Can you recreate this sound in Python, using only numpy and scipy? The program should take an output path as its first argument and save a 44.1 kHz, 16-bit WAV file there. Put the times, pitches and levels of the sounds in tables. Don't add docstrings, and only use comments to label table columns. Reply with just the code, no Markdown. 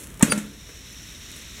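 import sys
import numpy as np
from scipy import signal
from scipy.fft import rfft, irfft
from scipy.io import wavfile
from scipy.ndimage import uniform_filter1d

SR = 44100
rng = np.random.default_rng(int(sys.argv[2]) if len(sys.argv) > 2 else 0)


def generate_wav(signal):
    frames = np.transpose(np.atleast_2d(signal))
    scaled = np.clip(frames, -1, 1) * 32767
    pcm = np.round(scaled).astype(np.int16)
    wavfile.write(sys.argv[1], SR, pcm)


N = 70560
T = np.arange(N) / SR
BIN_HZ = np.fft.rfftfreq(N, 1 / SR)


def amp(db):
    return 10 ** (np.asarray(db) / 20)


def unit_rms(x):
    return x / np.sqrt(np.mean(x ** 2) + 1e-20)


def over_frequency(points, hz):
    freq_hz, value = np.transpose(points)
    return np.interp(np.log(hz + 1), np.log(freq_hz + 1), value)


def envelope(points):
    return amp(np.interp(T, *np.transpose(points)))


def since(start_s):
    return np.maximum(T - start_s, 0)


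def attack(start_s, rise_s):
    return np.minimum(since(start_s) / rise_s, 1)


def decay(start_s, t60_s):
    return (T >= start_s) * amp(-60 * since(start_s) / t60_s)


def ring(start_s, modes):
    return sum(amp(db) * decay(start_s, t60_s) * np.sin(2 * np.pi * hz * since(start_s))
               for hz, db, t60_s in modes)


def bells_db(peaks):
    return sum(db / (1 + (2 * (BIN_HZ - hz) / width_hz) ** 2) for hz, width_hz, db in peaks)


def colour(x, spectrum, peaks=(), tilt_db_per_octave=0):
    tilt_db = tilt_db_per_octave * np.log2(np.maximum(BIN_HZ, 500))
    gain_db = over_frequency(spectrum, BIN_HZ) + tilt_db + bells_db(peaks)
    return unit_rms(irfft(rfft(x) * amp(gain_db), N))


def noise(spectrum, peaks=(), tilt_db_per_octave=0):
    return colour(rng.standard_normal(N), spectrum, peaks, tilt_db_per_octave)


def low_cut(x, hz):
    return signal.sosfilt(signal.butter(2, hz, "high", fs=SR, output="sos"), x)


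# start_s, level_db
CRACKS = [(.2247, -12), (0.226, 3), (.2277, -11)]
# pitch_hz, gain_db, t60_s
CRACK_MODES = [(6640, -16, 0.014), (7920, 0.5, 0.0077), (8780, -4.5, 0.0089), (13140, -12, 0.0043),
               (14500, -17, .005)]

def cracks():
    return sum(amp(db) * attack(start_s, rise_s=0.0006) * ring(start_s, CRACK_MODES)
               for start_s, db in CRACKS)


# start_s, level_db
THUMPS = [(0.2287, -2.5), (0.2471, -20.5), (0.2978, -21.5), (.376, -19)]

def cylinder(pitch_hz=220, hold_s=0.0041, fall_s=0.004):
    thumps = np.zeros(N)
    for start_s, db in THUMPS:
        damping = np.exp(-(since(start_s + hold_s) / fall_s) ** 2)
        swing = np.sin(2 * np.pi * pitch_hz * since(start_s))
        thumps += amp(db) * attack(start_s, rise_s=0.00066) * damping * swing
    return thumps


# start_s, level_db
FRAME_BLOWS = [(0.2277, -3.5), (0.3269, 1.5)]
# pitch_hz, gain_db, t60_s
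FRAME_MODES = [(158, -37.5, 0.57), (208, -22.5, 0.55), (287.4, -36, 0.8), (319.7, -45, 0.76),
               (428, -41.5, 0.72), (536.4, -40.5, 0.25), (601.3, -31, 0.15)]

def frame():
    return sum(amp(db) * ring(start_s, FRAME_MODES) for start_s, db in FRAME_BLOWS)


# pitch_hz, gain_db, t60_s
STOP_MODES = [(514, -11, 0.039), (876, -17, 0.039), (1376, -4, 0.025), (1690, -15.5, 0.033),
              (2200, -8, 0.024), (2570, -5.5, 0.016), (3250, -10, 0.0098), (5870, -10.5, .012)]

def end_stop(start_s=0.3211, gain_db=-7.5):
    return amp(gain_db) * attack(start_s, rise_s=0.0012) * ring(start_s, STOP_MODES)


# start_s, level_db, t60_s, tilt_db_per_octave
RATTLES = [(0.2104, -36.5, 0.074, -1.5), (.2252, -15.5, 0.045, -0.5), (0.2286, -14, 0.056, 0),
           (0.321, -15.5, 0.04, -1), (0.377, -30, 0.11, 1)]
# freq_hz, gain_db
RATTLE_SPECTRUM = [(60, -32), (550, 4), (780, -6.5), (1400, 1), (3000, -4.5), (5000, -8), (7800, -0.5),
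                   (10500, -8), (16000, -24)]

def rattles():
    return sum(amp(db) * decay(start_s, t60_s) * noise(RATTLE_SPECTRUM, tilt_db_per_octave=tilt)
               for start_s, db, t60_s, tilt in RATTLES)


# pitch_hz, gain_db, t60_s
VALVE_MODES = [(914, 0.5, 0.077), (1240, -3, 0.075), (1820, -6.5, 0.098), (2280, -9, 0.09)]

def valve(start_s=0.2097, gain_db=-25):
    return amp(gain_db) * ring(start_s, VALVE_MODES)


# freq_hz, gain_db
PUFF_SPECTRUM = [(40, -11), (120, -12), (300, 10.5), (780, -4), (1500, 2.5), (2500, -3.5), (3500, -8),
                 (6800, -4), (10000, -8), (12000, -9), (16000, -34)]

def exhaust(start_s=0.229, level_db=-29, sag_db_per_s=83, fade_start_s=0.424, fade_t60_s=0.69):
    db = level_db - sag_db_per_s * since(start_s) - 60 * since(fade_start_s) / fade_t60_s
    return attack(start_s, rise_s=0.001) * amp(db) * noise(PUFF_SPECTRUM)


# time_s, pitch_hz
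SQUEAK_PITCH = [(.295, 4790), (.314, 4745), (.322, 4723), (.328, 4611), (.338, 4584)]
# harmonic_number, peak_db
SQUEAK_HARMONICS = [(1, -17), (2, -14.5), (3, -34)]

def seal(start_s=0.294, peak_s=0.3208, end_s=0.3405, edge_s=0.0056, rise_db_per_s=193, fall_db_per_s=380):
    jitter = 0.003 * unit_rms(uniform_filter1d(rng.standard_normal(N), size=90))
    phase = 2 * np.pi * np.cumsum(np.interp(T, *np.transpose(SQUEAK_PITCH)) * (1 + jitter)) / SR
    swell_db = -rise_db_per_s * np.maximum(peak_s - T, 0) - fall_db_per_s * since(peak_s)
    gate = np.clip(np.minimum(T - start_s, end_s - T) / edge_s, 0, 1)
    squeak = np.zeros(N)
    for harmonic, peak_db in SQUEAK_HARMONICS:
        steepness = 1 + 4 * (harmonic - 1)
        squeak += amp(peak_db + steepness * swell_db) * np.sin(harmonic * phase)
    return gate * squeak


# time_s, level_db
FLOW_LEVEL = [(.3, -43), (.5, -50), (.7, -47.5), (.95, -45), (1.3, -43.5), (1.52, -43), (1.6, -41)]
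# freq_hz, gain_db
FLOW_SPECTRUM = [(300, -9), (850, -19), (1900, -2), (3200, -2), (4500, -2), (6300, -2), (8000, -9),
                 (9500, -17), (13000, -16), (16000, -29)]
# centre_hz, width_hz, gain_db
PIPE_PEAKS = [(2980, 36, 2.8), (3760, 280, 6.6), (8000, 97, 6.8), (12100, 230, 6)]
# time_s, level_db
THROTTLE_LEVEL = [(.3, -64), (.55, -54), (.7, -50), (.95, -48.5), (1.25, -49.5), (1.6, -52.5)]
# freq_hz, gain_db
THROTTLE_SPECTRUM = [(3000, -48), (5000, -21), (5290, 1), (5620, -1), (5790, 1.5), (6150, -13), (8000, -45)]

def airflow(start_s=0.21, flutter_db=0.6, flutter_s=0.02):
    pole = np.exp(-1 / (flutter_s * SR))
    flutter = unit_rms(signal.lfilter([1], [1, -pole], rng.standard_normal(N)))
    pipe = envelope(FLOW_LEVEL) * noise(FLOW_SPECTRUM, PIPE_PEAKS)
    throttle = envelope(THROTTLE_LEVEL) * noise(THROTTLE_SPECTRUM)
    return (T > start_s) * amp(flutter_db * flutter) * (pipe + throttle)


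# time_s, level_db
BAG_LEVEL = [(0, -40), (.04, -40.5), (.06, -48), (.12, -50), (.18, -55.5), (.6, -58), (1.1, -54.5),
             (1.25, -59), (1.37, -48), (1.45, -57), (1.6, -57)]
# freq_hz, gain_db
BAG_SPECTRUM = [(400, 6.5), (800, -11), (2000, -1), (4000, -4), (8000, 2), (10500, 0.5), (12500, -4.5),
                (16000, -15)]
# start_s, level_db
BAG_SNAPS = [(.006, -45), (.071, -34.5), (0.1419, -40), (0.174, -39.5), (0.1953, -31), (.926, -41),
             (1.316, -35), (1.364, -36.5)]

def bag(crinkles_per_s=2500, spread_db=1.5):
    sizes = amp(spread_db * np.minimum(rng.exponential(1, N), 4)) * rng.standard_normal(N)
    clicks = sizes * (rng.random(N) < crinkles_per_s / SR)
    crinkles = envelope(BAG_LEVEL) * colour(clicks, BAG_SPECTRUM)
    snap_gain = sum(amp(db) * decay(start_s, t60_s=0.016) for start_s, db in BAG_SNAPS)
    return crinkles + snap_gain * noise(BAG_SPECTRUM)


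# start_s, level_db, t60_s
BUMPS = [(0.201, -36.5, 0.078), (.281, -31.5, 0.063), (0.69, -42, 0.15), (1.582, -43.5, 0.071)]
# freq_hz, gain_db
BUMP_SPECTRUM = [(100, -28), (450, -1), (900, -15.5), (1400, -6.5), (3000, -16), (8000, -23.5)]
# centre_hz, width_hz, gain_db
BUMP_PEAKS = [(467, 32, 10)]

def bumps():
    gain = sum(amp(db) * decay(start_s, t60_s) for start_s, db, t60_s in BUMPS)
    return gain * noise(BUMP_SPECTRUM, BUMP_PEAKS)


# freq_hz, t60_s
ROOM_DECAY = [(150, 0.52), (600, 0.58), (2000, 0.41), (8000, 0.25), (15000, 0.44)]

def room(x, delay_s=0.0087):
    hz, time_s, bands = signal.stft(rng.standard_normal(N), SR, nperseg=256)
    fade = amp(-60 * time_s / over_frequency(ROOM_DECAY, hz)[:, None])
    tail = signal.istft(bands * fade, SR, nperseg=256)[1][:N] * (T > delay_s)
    echo = signal.fftconvolve(x, tail / np.linalg.norm(tail))[:N]
    return low_cut(echo, hz=125)


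# time_s, level_db
RUMBLE_LEVEL = [(0, -42), (.12, -40), (.3, -44.5), (.8, -45), (1, -43.5), (1.15, -43.5), (1.45, -44),
                (1.6, -42)]
# freq_hz, gain_db
RUMBLE_SPECTRUM = [(20, 0.5), (35, -4), (52, -1), (80, -5.5), (140, -7.5), (280, -13), (450, -21),
                   (800, -26), (2000, -25.5), (16000, -39)]
# centre_hz, width_hz, gain_db
DRONE_PEAKS = [(53, 17, 6.5)]

def rumble():
    return envelope(RUMBLE_LEVEL) * noise(RUMBLE_SPECTRUM, DRONE_PEAKS)


def scene():
    clatter = valve() + cracks() + rattles() + bag() + bumps()
    bass = cylinder() + frame()
    squeak = seal()
    knock = end_stop()
    echo = room(amp(-11.5) * clatter + amp(-16.5) * bass + amp(-19.5) * squeak + amp(-17.5) * knock)
    return (clatter + bass + squeak + knock + echo + rumble() + exhaust() + airflow())[None]


# centre_hz, width_hz, gain_db
MIC_DIPS = [(773, 57, -9), (4780, 600, -12)]

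def record(dry, cutoff_hz=15900):
    coloured = irfft(rfft(dry) * amp(bells_db(MIC_DIPS)), N)
    clipped = np.clip(low_cut(coloured, hz=45), -1, 1)
    low_pass = signal.firwin(511, cutoff_hz, window=("kaiser", 9), fs=SR)
    return signal.oaconvolve(clipped, low_pass[None], "same")


dry = scene()
out = record(dry)
generate_wav(out)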